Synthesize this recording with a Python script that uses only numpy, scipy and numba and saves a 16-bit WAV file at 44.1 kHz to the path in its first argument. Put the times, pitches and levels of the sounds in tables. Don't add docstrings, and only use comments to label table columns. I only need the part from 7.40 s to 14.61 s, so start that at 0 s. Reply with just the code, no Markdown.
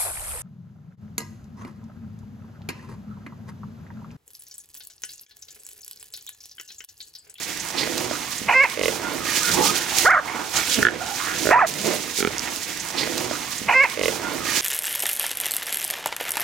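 import sys
import numpy as np
from scipy import signal
from scipy.fft import rfft, irfft
from scipy.io import wavfile
from scipy.ndimage import uniform_filter1d
from numba import njit

SR = 44100
rng = np.random.default_rng(int(sys.argv[2]) if len(sys.argv) > 2 else 0)


def generate_wav(signal):
    frames = np.transpose(np.atleast_2d(signal))
    scaled = np.clip(frames, -1, 1) * 32767
    pcm = np.round(scaled).astype(np.int16)
    wavfile.write(sys.argv[1], SR, pcm)


def invert_db(x):
    u = np.asarray(x, float) / 20
    return 10 ** u


N = 317961
LOOP = 229320
T = np.arange(LOOP) / SR


def unit(x):
    return x / np.sqrt(np.mean(x ** 2))


def columns(rows, t):
    s, *rest = np.transpose(rows)
    return [np.interp(t, s, c) for c in rest]


def on_log(table, hz):
    f, v = np.transpose(table)
    return np.interp(np.log(hz + 1), np.log(f), v)


def walk(rate_hz, size=LOOP):
    k = max(int(SR / rate_hz), 1)
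    return unit(uniform_filter1d(uniform_filter1d(rng.standard_normal(size), k), k))


@njit
def ring(x, hz, width_hz):
    y, band, low = np.empty(len(x)), 0., 0.
    for i in range(len(x)):
        g, k = np.tan(np.pi * hz[i] / SR), width_hz / hz[i]
        v = (band + g * (x[i] - low)) / (1 + g * (g + k))
        band, low, y[i] = 2 * v - band, low + 2 * g * v, k * v
    return y


def swells(rows, rest_db):
    power = invert_db(2 * rest_db)
    for s, rise_s, fall_s, db, *_ in rows:
        away = np.maximum((s - T) / abs(rise_s), (T - s) / abs(fall_s))
        power = power + invert_db(2 * (db - 12 * away))
    return 10 * np.log10(power)


# peak t/s, rise/s, fall/s, level/dB
THUDS = [(.39, .03, 0.12, -47), (.7, 0.51, 0.14, -43.5), (1.1, 0.15, 0.057, -46),
         (1.44, 0.052, 0.18, -37.5), (1.97, 0.41, 0.07, -41.5), (2.11, 0.024, 0.15, -34),
         (2.66, 0.2, 0.037, -41), (2.73, .11, 1, -51), (3.163, .021, 0.1, -35), (3.43, 0.024, 0.019, -32),
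         (3.5, 0.026, 0.28, -43), (3.95, 0.1, 0.43, -42.5), (4.5, .6, .12, -54.5), (4.88, 0.13, 0.23, -40)]


def thuds():
    noise = rng.standard_normal(LOOP) + 0.44 * rng.standard_normal((2, LOOP))
    band = signal.butter(1, (45, 160), "band", fs=SR, output="sos")
    level_db = swells(THUDS, rest_db=-53.0) + 0.72 * walk(21.0)
    return invert_db(level_db) * unit(signal.sosfilt(band, noise))


# f/Hz, density/dB per Hz
GRASS_COLOUR = [(2000, 1), (3000, -1.5), (4600, 3), (6500, 7.5), (8500, 4.5), (11700, -0.5), (13000, 6),
                (16000, 12.5)]
# peak t/s, rise/s, fall/s, level/dB
THRASHES = [(.15, 0.38, 0.44, -32), (.47, 0.14, 1, -31), (.95, 0.6, 0.51, -37), (1.436, 0.039, 0.18, -30),
            (1.93, 0.22, 0.28, -25), (2.12, 0.1, 0.076, -23), (2.27, 0.12, 0.23, -21),
            (2.59, 0.11, 0.15, -21), (3.17, 0.029, 0.036, -22.5), (3.33, 0.35, 0.62, -25.5),
            (3.83, 0.083, 0.089, -29.5), (4.05, 0.23, 0.29, -29.5), (4.55, 0.74, 0.49, -29.5),
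            (4.8, 0.068, 0.056, -28), (5.12, 0.27, 0.39, -30.5)]
# t/s, hold/s, recovery/s, level/dB
GAIN_DIPS = [
    (1.078, 0.098, 0.021, -4.5),
    (2.667, 0.036, 0.23, -13),
    (3.426, 0.04, 0.2, -14),
    (4.11, 0.11, 0.004, -15.5),
]


def grass(grains_per_s=2500, spread_db=2.5, hiss_db=3.0, flicker_db=2.0, dip_attack_s=0.045):
    dip_db = 0
    for s, hold_s, back_s, db in GAIN_DIPS:
        corners = s + np.cumsum([0, dip_attack_s, hold_s, back_s])
        dip_db = dip_db + np.interp(T, corners, [0, db, db, 0])
    rustle_db = swells(THRASHES, rest_db=-46.0) + dip_db
    chaff_db = -8.5 + 0.4 * dip_db

    size_db = spread_db * np.minimum(rng.exponential(size=(3, LOOP)), 4.5)
    grains = (rng.random((3, LOOP)) < grains_per_s / SR) * invert_db(size_db)
    crackle = signal.filtfilt([1], [1, -.9], grains) * rng.standard_normal((3, LOOP))
    both, *own = unit(crackle) + invert_db(hiss_db) * rng.standard_normal((3, LOOP))
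    both, own = rfft(both), rfft(own)

    hz = np.fft.rfftfreq(LOOP, 1 / SR)
    colour = invert_db(on_log(GRASS_COLOUR, hz))
    out, sway_db = 0, flicker_db * walk(27.6)
    for lo, hi, db, share in ((2190, 3830, -6.5, 0.89), (4400, 7160, -3.5, 0.59), (9600, 11200, chaff_db, 0.91)):
        edge = colour / np.sqrt((1 + (lo / (hz + 1)) ** 12) * (1 + (hz / hi) ** 12))
        band = irfft((share * both + np.sqrt(1 - share ** 2) * own) * edge, LOOP)
        out = out + invert_db(rustle_db + db + sway_db + 1.27 * walk(100)) * unit(band)
    return out


# t/s, peak level/dB
TICKS = [(0.0912, -24), (0.1735, -11), (0.2862, -14), (0.3257, -22), (0.369, -21), (0.3818, -24),
         (0.3888, -24), (0.402, -17), (0.411, -11), (0.422, -18), (0.579, -6), (0.9812, -19), (1.299, -15),
         (1.3723, -25), (1.394, -16), (1.4127, -26), (1.429, -14), (1.4805, -10), (1.721, -27),
         (1.7474, -14.5), (2.032, -7), (2.092, -8), (2.1151, -13), (2.2243, -8), (2.585, 3), (2.7062, -18),
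         (2.8679, -22), (3.1278, -24), (3.3423, -4), (3.4506, -22), (3.4675, -23), (3.4845, -34),
         (3.5084, -22), (3.6631, -18), (3.7504, -14), (4.2687, -22), (4.339, -10), (4.4149, -10),
         (4.4682, -10), (4.803, -13), (4.8724, -17), (4.9823, -17), (5.1607, -12)]


def ticks():
    out, t = np.zeros((2, LOOP + 512)), np.arange(512) / SR
    centre_hz = 5030 + 0 * t
    for (s, db), noise in zip(TICKS, rng.standard_normal((len(TICKS), 3, 512))):
        click = np.array([ring(noise[0] + 0.64 * own, centre_hz, 4400.0) for own in noise[1:]])
        click *= np.exp(-t / 0.0017)
        start = int(s * SR)
        out[:, start:start + len(t)] += invert_db(db - 4.5) * click / np.abs(click).max()
    return out[:, :LOOP]


# t/s, peak level/dB, f/Hz, decay/s
SNAPS = [(0.197, -9, 6560, 0.0099), (0.576, -11, 5140, 0.011), (0.9795, -11, 6950, 0.0082),
         (1.72, -17.5, 3920, 0.008), (2.032, -5, 6600, 0.0021), (2.585, -8, 5170, 0.0039),
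         (3.341, -7, 6300, 0.0092), (3.754, -28, 6200, 0.0024), (4.468, -19, 6660, 0.0024),
         (4.982, 0.5, 5570, 0.00067), (4.994, -2, 5700, 0.00069), (0.288, -9, 6840, 0.00038),
         (5.167, -9, 6520, 0.0012)]
# t/s, peak level/dB, f/Hz, decay/s
SWISHES = [
    (0.362, -5.5, 4400, 0.034),
    (1.43, -11, 4050, 0.014),
    (1.888, -21, 3760, 0.0064),
    (2.114, -4, 4200, 0.0048),
    (3.135, -26, 5750, 0.029),
    (0.376, -5.5, 3260, 0.012),
]


def snaps():
    out, t = np.zeros(LOOP + 8192), np.arange(8192) / SR
    for rows, rise, width_hz in ((SNAPS, .18, 3100.), (SWISHES, .6, 2300.)):
        for (s, db, hz, decay_s), noise in zip(rows, rng.standard_normal((len(rows), 8192))):
            centre_hz = hz + 0 * t
            crack = ring(ring(noise, centre_hz, width_hz), centre_hz, width_hz)
            crack *= (1 - np.exp(-t / (rise * decay_s))) ** 2 * np.exp(-t / decay_s)
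            out[int(s * SR):][:len(t)] += invert_db(db - 10.5) * crack / np.abs(crack).max()
    return out[:LOOP]


def resonance(source, air, db, hz, sharp_hz, hump_hz, broad_hz, usual_db):
    centre_hz = hump_hz + 0 * T
    hump = ring(ring(air, centre_hz, broad_hz), centre_hz, broad_hz)
    effort = np.clip(invert_db(db - usual_db), .2, 2)
    return invert_db(db) * (effort * unit(ring(source, hz, sharp_hz)) + unit(hump)) / np.sqrt(1 + effort ** 2)


# peak t/s, rise/s, fall/s, level/dB
CHEST_GROWLS = [(.17, 0.63, 0.096, -39), (.42, 0.096, 0.27, -31.5), (.58, 0.15, 0.31, -33),
                (1.065, 0.064, 0.15, -38), (1.29, 0.053, 0.025, -38), (1.5, 0.12, 0.048, -29.5),
                (1.75, 0.42, 0.53, -32.5), (2.2, 0.13, 0.26, -29), (2.64, 0.12, 0.064, -34.5),
                (3.01, 0.21, 0.1, -34.5), (3.15, 0.022, 0.6, -42.5), (3.52, 0.34, 0.19, -34),
                (4.02, 0.26, 1, -33.5), (4.478, 0.073, 0.093, -28.5), (4.62, 0.096, 0.14, -49),
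                (5.08, 0.54, 0.45, -40.5)]
# t/s, f/Hz
CHEST_HZ = [(0, 336), (.8, 360), (1.5, 444), (1.62, 378), (1.9, 370), (2.2, 417), (3.3, 410), (3.53, 460),
            (3.97, 374), (4.5, 350), (5.2, 330)]
# peak t/s, rise/s, fall/s, level/dB
MOUTH_GROWLS = [(.274, 0.27, 0.89, -39), (.76, 0.12, 0.19, -43), (1.29, 0.088, 0.014, -30.5),
                (1.66, 0.17, 0.1, -34.5), (1.9, 0.09, 0.35, -39), (2.2, 0.12, 0.2, -33.5),
                (2.55, 0.12, 0.24, -35), (3.01, 0.81, 0.11, -32.5), (3.15, 0.018, 0.12, -27.5),
                (3.64, 0.084, 0.16, -39), (3.85, 0.18, 0.28, -38.5), (4.5, 1, 0.099, -48),
                (5.08, 0.44, 0.045, -37)]
# peak t/s, rise/s, fall/s, level/dB, snout f/Hz
SNORTS = [(.174, 0.25, 0.092, -34.5, 1800), (.44, 0.12, 0.19, -33.5, 1920), (.95, 0.42, 0.099, -41, 1760),
          (1.29, 0.29, 0.065, -30.5, 2070), (1.5, 0.18, 0.058, -36.5, 1400), (1.66, 0.05, 0.25, -42, 1350),
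          (1.9, 0.089, 0.15, -28.5, 1830), (2.12, 0.16, 0.014, -30.5, 1340),
          (2.34, 0.011, 0.33, -32.5, 1370), (2.64, 0.065, 0.037, -29, 1980),
          (3.145, 0.016, 0.36, -30.5, 1380), (3.9, 0.15, 0.13, -31, 1640), (4.53, 1, 0.23, -37, 2020),
          (5.08, 0.38, 0.02, -36, 1880)]
# peak t/s, rise/s, fall/s, level/dB
GROANS = [
    (.25, 0.19, 0.094, -48),
    (1.08, 0.14, 0.084, -41.5),
    (2.18, 0.088, 0.057, -29),
    (2.3, 0.041, 0.028, -29.5),
    (4.45, 0.19, 0.12, -33.5),
]


def growl():
    cycles = np.cumsum(150 * np.exp(.25 * walk(50) + .25 * walk(3))) / SR
    beat_db = 2.5 * np.clip(rng.standard_normal(LOOP // 50), -1.5, 1.5)
    size = invert_db(beat_db)[cycles.astype(int)]
    pulses = unit(size * np.diff(np.floor(cycles), prepend=0))
    air = unit(size * (.5 + np.exp(-(cycles % 1) / 1.6)) * rng.standard_normal(LOOP))
    source = pulses + 0.23 * air

    chest_hz = columns(CHEST_HZ, T)[0] * np.exp(.04 * walk(6))
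    mouth_hz = 830 * np.exp(.06 * walk(6))
    snout_hz = columns(SNORTS, T)[-1]
    chest = resonance(source, air, swells(CHEST_GROWLS, rest_db=-89), chest_hz, 120., 380., 800., usual_db=-33)
    mouth = resonance(source, air, swells(MOUTH_GROWLS, rest_db=-46), mouth_hz, 110., 950., 1400., usual_db=-31)
    snout = resonance(source, air, swells(SNORTS, rest_db=-78.0), snout_hz, 220., 1750., 2000., usual_db=-33)
    belly = invert_db(swells(GROANS, rest_db=-72)) * unit(ring(source, 202 + 0 * T, 62))
    return invert_db(1.2 * walk(26)) * (chest + belly + mouth + snout)


def duck(loud, knee_db=-26, depth=0.64, recover_s=0.046):
    level = uniform_filter1d(np.abs(loud), 882)
    pole = 1 / (recover_s * SR)
    level = np.maximum(level, signal.lfilter([pole], [1, pole - 1], level))
    return (1 + level / invert_db(knee_db)) ** -depth


def throb(rows, throb_hz, width_hz, edge_s):
    out, t = np.zeros(LOOP), np.arange(8192) / SR
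    for s, length_s, db, from_hz, to_hz in rows:
        cycles = np.cumsum(throb_hz * np.exp(0.32 * walk(30, size=8192))) / SR
        gate = 0.23 + np.exp(-(cycles % 1) / 0.57)
        hz = from_hz + (to_hz - from_hz) * np.clip(t / length_s, 0, 1)
        air = ring(rng.standard_normal(8192), hz, width_hz)
        voice = unit(ring(gate * air, hz, 3 * width_hz))
        edges = np.clip(np.minimum(t, length_s - t) / edge_s, 0, 1)
        out[int(s * SR):][:8192] += invert_db(db) * voice * edges
    return out


# t/s, length/s, level/dB, from f/Hz, to f/Hz
MURMURS = [(1.502, 0.063, -44, 836, 810), (1.605, 0.12, -41.5, 940, 870), (1.624, 0.083, -37, 1420, 1380),
           (2.139, 0.13, -27, 805, 894), (2.165, 0.08, -33.5, 410, 402), (2.222, 0.089, -31.5, 1125, 1285),
           (3.595, 0.15, -34.5, 710, 823), (3.6, .11, -37.5, 1410, 1410), (1.79, 0.143, -38.5, 1290, 1160),
           (2.0, 0.049, -38, 1240, 1190), (2.03, 0.07, -35, 1440, 1450), (.85, .1, -44, 1080, 1150),
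           (1.265, 0.1, -44, 2295, 2190), (1.29, 0.052, -39.5, 1060, 1150)]


def murmurs():
    return throb(MURMURS, throb_hz=49, width_hz=78, edge_s=0.0081)


# t/s, length/s, level/dB, from f/Hz, to f/Hz
PANTS = [
    (3.79, 0.151, -33, 1140, 1430),
    (2.87, 0.085, -36, 2130, 2220),
    (.715, 0.057, -36, 1030, 1520),
    (4.44, .11, -30, 490, 620),
    (3.15, 0.094, -36, 2300, 2200),
]


def pants():
    return throb(PANTS, throb_hz=49, width_hz=330., edge_s=0.0081)


# t/s, length/s, level/dB, from f/Hz, to f/Hz
RASPS = [(1.115, 0.044, -31, 930, 1010), (2.65, 0.027, -18, 1820, 1930), (2.7, 0.03, -20, 2100, 2020),
         (2.735, 0.051, -22.5, 1260, 1050), (2.765, 0.03, -20.5, 1430, 1610),
         (4.1, 0.068, -23.5, 2050, 1650), (4.105, 0.035, -31, 2520, 2650), (4.128, 0.056, -28, 1290, 1520),
         (4.148, 0.021, -17.5, 770, 780), (4.18, 0.052, -36, 760, 700), (4.2, 0.033, -24, 2050, 1400),
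         (4.238, 0.027, -27, 1960, 1440)]


def rasps():
    return throb(RASPS, throb_hz=113, width_hz=160, edge_s=0.013)


GRUNTS = [
    (1.372, 1.391, 1.411, 1.4325, 1.4555, 1.48),
    (3.427, 3.45, 3.4668, 3.484),
    (4.053, 4.0688, 4.0887, 4.109),
    (4.7855, 4.803, 4.825, 4.8475, 4.8715),
]
# top level/dB, loudest slap, loss/dB per slap squared, upper throat/dB re chest
GRUNT_EFFORT = [
    (-9.5, 4.9, 0.35, 6),
    (-2.5, 1.0, 1.4, 4.5),
    (-5.5, 1.64, 2.9, 5.5),
    (-10.5, 2.9, 1.4, 11),
]
# t/s, peak level/dB, upper throat/dB, throat index
LONE_SLAPS = [
    (3.387, -14, -12, 1),
    (3.507, -23, 0, 1),
    (0.473, -17.5, 10, 4),
    (0.71, -15.5, 3, 4),
    (1.015, -22.5, 0, 5),
    (4.904, -26, -10, 4),
    (2.629, -20, 12, 4),
    (4.1095, -9, 14, 2),
]


def slaps():
    rows = list(LONE_SLAPS)
    for throat, (times, (db, top, arch_db, upper_db)) in enumerate(zip(GRUNTS, GRUNT_EFFORT)):
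        for n, s in enumerate(times):
            lost_db = arch_db * (n - top) ** 2
            rows.append((s, db - lost_db, upper_db - 0.5 * lost_db, throat))
    return rows


# f/Hz, width/Hz, level/dB
GRUNT_RINGS = [
    [(260, 190, -6), (458, 78, 3), (589, 78, 0.5), (1110, 77, -15), (2080, 89, -5.5), (2495, 120, -10),
     (2850, 490, 3)],
    [(350, 67, -2.5), (447, 78, -10), (1455, 110, 7), (1757, 115, 8.5), (2300, 200, -10), (3160, 480, 3.5)],
    [(368, 77, -0.5), (600, 59, -3), (1450, 110, -8), (1830, 180, -9), (2440, 840, -7)],
    [(215, 70, -2), (410, 48, 2.5), (540, 90, -7), (780, 60, -12), (1380, 90, -9), (1830, 440, -6),
     (2300, 140, -9), (3350, 800, 0)],
    [(287, 104, 14.5), (604, 71, 19), (1620, 510, 21)],
    [(256, 120, 2), (523, 260, -3)],
]


def grunts(lead_s=.0035, lead_db=-21, lag_s=.0012, rise_s=.0004):
    out, t, rows = np.zeros(LOOP), np.arange(2048) / SR, slaps()
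    for (s, db, upper_db, throat), slip in zip(rows, rng.standard_normal((len(rows), 8))):
        shape = np.zeros(len(t))
        for k, ((hz, width_hz, ring_db), z) in enumerate(zip(GRUNT_RINGS[throat], slip)):
            level = (-1) ** k * invert_db(ring_db + upper_db * (hz > 1000))
            tone = np.sin(2 * np.pi * hz * (1 + .012 * z) * t)
            shape += level * np.exp(-np.pi * width_hz * t) * tone
        shape *= 1 - np.exp(-t / rise_s)
        shape *= invert_db(db) / np.abs(shape).max()
        out[int((s + lag_s) * SR):][:len(t)] += shape
        out[int((s - lead_s) * SR):][:len(t)] += invert_db(lead_db) * shape
    return out


def call(rows, throat, bright_db, per_db, hoarse=0):
    i = np.arange(int(rows[0][0] * SR), int(rows[-1][0] * SR))
    hz, db, rough = columns(rows, i / SR)
    tilt_db = bright_db + per_db * (db - db.max())
    rough = np.clip(rough + hoarse, 0, 1)
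    phase = 2 * np.pi * np.cumsum(hz * (1 + .06 * rough * walk(250, size=len(i)))) / SR

    k = np.arange(1, 29)[:, None] / 2
    halves = np.where(k % 1 > 0, .3 * rough, 1)
    waver_db = 9 * rough * np.array([walk(260, size=len(i)) for _ in k])
    gains = halves * invert_db(waver_db + on_log(throat, k * hz) + tilt_db * np.log2(k * hz / 1200))
    tones = np.sum(gains * np.sin(k * phase + 0.694 * k ** 2), axis=0)
    tones /= np.sqrt(np.sum(gains ** 2, axis=0) / 2)

    throat_gain = invert_db(on_log(throat, np.fft.rfftfreq(len(i), 1 / SR)))
    air = unit(irfft(rfft(rng.standard_normal(len(i))) * throat_gain, len(i)))
    voice = invert_db(db) * (tones + 1.1 * rough * air) / np.sqrt(1 + 1.2 * rough ** 2)
    out = np.zeros(LOOP)
    out[i] = np.minimum((i[-1] - i) / (.004 * SR), 1) * voice
    return out


# t/s, f/Hz, level/dB, roughness 0-1
MOAN = [
    (3.295, 274, -43, .05),
    (3.315, 280.7, -30, 0.02),
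    (3.345, 265.5, -33.5, 0.02),
    (3.37, 229, -29, 0.05),
    (3.39, 213.6, -21.5, 0.71),
    (3.415, 202, -29, 0.37),
    (3.43, 194, -25, 0.44),
]
# f/Hz, level/dB
MOAN_THROAT = [(120, -5), (250, 1), (520, -9), (700, -28), (2000, -45)]


def moan():
    return call(MOAN, MOAN_THROAT, bright_db=5.5, per_db=-1)


# f/Hz, level/dB
YELP_THROAT = [(250, -42), (600, -4.5), (1000, 2.5), (1450, 9.5), (2050, 0.5), (2600, -27), (3200, -53),
               (6000, -71)]
# t/s, f/Hz, level/dB, roughness 0-1
YELP_START = [
    (2.647, 408, -24, 0.46),
    (2.652, 442, -20, 0.3),
    (2.66, 536, -13, 0.43),
    (2.668, 680, -12.5, 0.046),
    (2.686, 780, -13, .03),
    (2.696, 810, -37, .13),
]
YELP = [
    (2.684, 461, -25, 0.05),
    (2.692, 566, -16, .05),
    (2.714, 745, -14, 0.05),
    (2.723, 770, -23, 0.3),
    (2.735, 765, -15, 0.15),
    (2.754, 700, -18, 0.3),
    (2.77, 571, -21, 0.35),
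    (2.782, 670, -22, 0.1),
    (2.804, 530, -24, 0),
]
YELP_SLIP = [
    (2.704, 1017, -27, .2),
    (2.712, 1064, -24, 0.23),
    (2.73, 796, -20, 0.05),
    (2.74, 760, -26, .2),
]


def dog_yelp():
    return (call(YELP_START, YELP_THROAT, bright_db=-2.0, per_db=3.0)
            + call(YELP, YELP_THROAT, bright_db=5.5, per_db=1.5, hoarse=.2)
            + call(YELP_SLIP, YELP_THROAT, bright_db=4.0, per_db=0.6, hoarse=.2))


# f/Hz, level/dB
BARK_THROAT = [(250, -46), (650, -11), (1000, 0), (1400, -7.5), (1900, -5), (2600, -12), (3200, -40),
               (6000, -96)]
# t/s, f/Hz, level/dB, roughness 0-1
BARK = [
    (4.1, 513, -25, 0.74),
    (4.112, 611, -15, 0.99),
    (4.126, 716, -15, 0.29),
    (4.138, 897, -13, 0.26),
    (4.158, 984, -16, 0.074),
    (4.183, 1015, -14, 0.042),
    (4.19, 980, -34, .1),
]
BARK_BREAK = [
    (4.178, 1050, -30, .3),
    (4.19, 1220, -16, .35),
    (4.202, 1330, -18, .2),
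    (4.214, 860, -17.5, .1),
    (4.222, 780, -36, .1),
]
BARK_END = [
    (4.212, 1400, -32, .2),
    (4.218, 1200, -18, .15),
    (4.227, 770, -14.5, 0),
    (4.252, 625, -21, .05),
    (4.26, 680, -31, .2),
    (4.274, 800, -40, .2),
]


def dog_bark():
    parts = (BARK, BARK_BREAK, BARK_END)
    return sum(call(part, BARK_THROAT, bright_db=-9.5, per_db=0.8, hoarse=.16) for part in parts)


# f/Hz, level/dB
PIG_THROAT = [(520, 0), (950, 2), (1550, 0), (2150, 13.5), (2650, 0), (3300, -30), (4000, -34), (8000, -30)]
PIG_NOSE = [(2900, -45), (3450, -22), (4000, 10), (4350, -18), (4900, -1), (5300, -8), (5900, -24),
            (8000, -40)]
HOARSE_THROAT = [(400, -22), (790, 5), (1000, 5), (1400, -9), (1900, -5), (2500, 1.5), (2900, -9),
                 (3250, -40)]
# t/s, f/Hz, level/dB, roughness 0-1
SQUEAL_START = [
    (1.077, 401, -36, 0.6),
    (1.088, 432, -16, 1),
    (1.1, 464, -14.5, 0.9),
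    (1.107, 470, -20, .7),
    (1.112, 475, -15, .5),
    (1.119, 480, -24, .6),
    (1.126, 485, -17.5, 0.5),
    (1.14, 495, -21, .5),
    (1.16, 502, -36, 0.7),
]
SQUEAL = [
    (1.128, 490, -30, 0.5),
    (1.146, 517, -17, .15),
    (1.165, 524, -13, 0.05),
    (1.192, 527, -14.5, 0.05),
    (1.208, 545, -12.5, 0.05),
    (1.232, 572, -18.5, .1),
    (1.24, 530, -12, 0.12),
    (1.249, 495, -22, 0.6),
    (1.268, 460, -36, 1),
]
SQUEAL_TAIL = [
    (1.24, 530, -30, .3),
    (1.249, 500, -21, .35),
    (1.259, 430, -24, .5),
    (1.273, 360, -38, .8),
]


def pig_squeal():
    return (call(SQUEAL_START, HOARSE_THROAT, bright_db=8.0, per_db=1.5)
            + call(SQUEAL, PIG_THROAT, bright_db=0.5, per_db=-0.4)
            + invert_db(-28) * call(SQUEAL, PIG_NOSE, bright_db=-2.0, per_db=-6.0)
            + call(SQUEAL_TAIL, HOARSE_THROAT, bright_db=0.5, per_db=0.))


def scene():
    calls = pig_squeal() + dog_yelp() + dog_bark() + rasps()
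    throats = growl() * duck(calls) + murmurs() + pants() + moan()
    sharp = calls * invert_db(np.array([[2.5], [-.8]])) + grunts() + snaps()

    t = np.arange(16384) / SR
    trunks = rng.standard_normal((2, len(t))) * np.exp(-t / 0.058) * (1 - np.exp(-t / 0.00013))
    echo = signal.fftconvolve(invert_db(-48) * sharp + invert_db(-36) * throats, trunks, axes=1)[:, :LOOP]

    rustle = grass() * invert_db(np.array([[.4], [-.3]]))
    return np.tile(sharp + throats + echo + rustle + ticks() + thuds(), 2)[:, :N]


# f/Hz, level/dB
MIC_BALANCE = [(40, -8), (110, 0.5), (300, -11), (700, -8.5), (1800, -5.5), (4400, -10), (8000, -6),
               (12000, -16)]
# f/Hz, phase/rad
MIC_PHASE = [(100, 0.1), (430, 1), (1200, 0.45), (2500, 0.076), (16000, 0.05)]


def mic_ports(hz, top_hz=16000):
    left = invert_db(on_log(MIC_BALANCE, hz)) * np.exp(1j * on_log(MIC_PHASE, hz))
    return np.array([left, 1 + 0 * left]) * 2 / (1 + left) * (hz < top_hz)


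def roll_off(x):
    return signal.sosfilt(signal.butter(12, 16530, fs=SR, output="sos"), x)


def record(dry, skew=0.23):
    hz = np.fft.rfftfreq(N, 1 / SR)
    bent = rfft(dry) + skew * rfft(dry ** 2) / (1 + (hz / 2500.) ** 2)
    bent = bent * hz / np.sqrt(hz ** 2 + 37.0 ** 2)
    mix = np.clip(irfft(bent * mic_ports(hz), N), -.97, .97)
    return roll_off(mix)


dry = scene()
out = record(dry)
generate_wav(out)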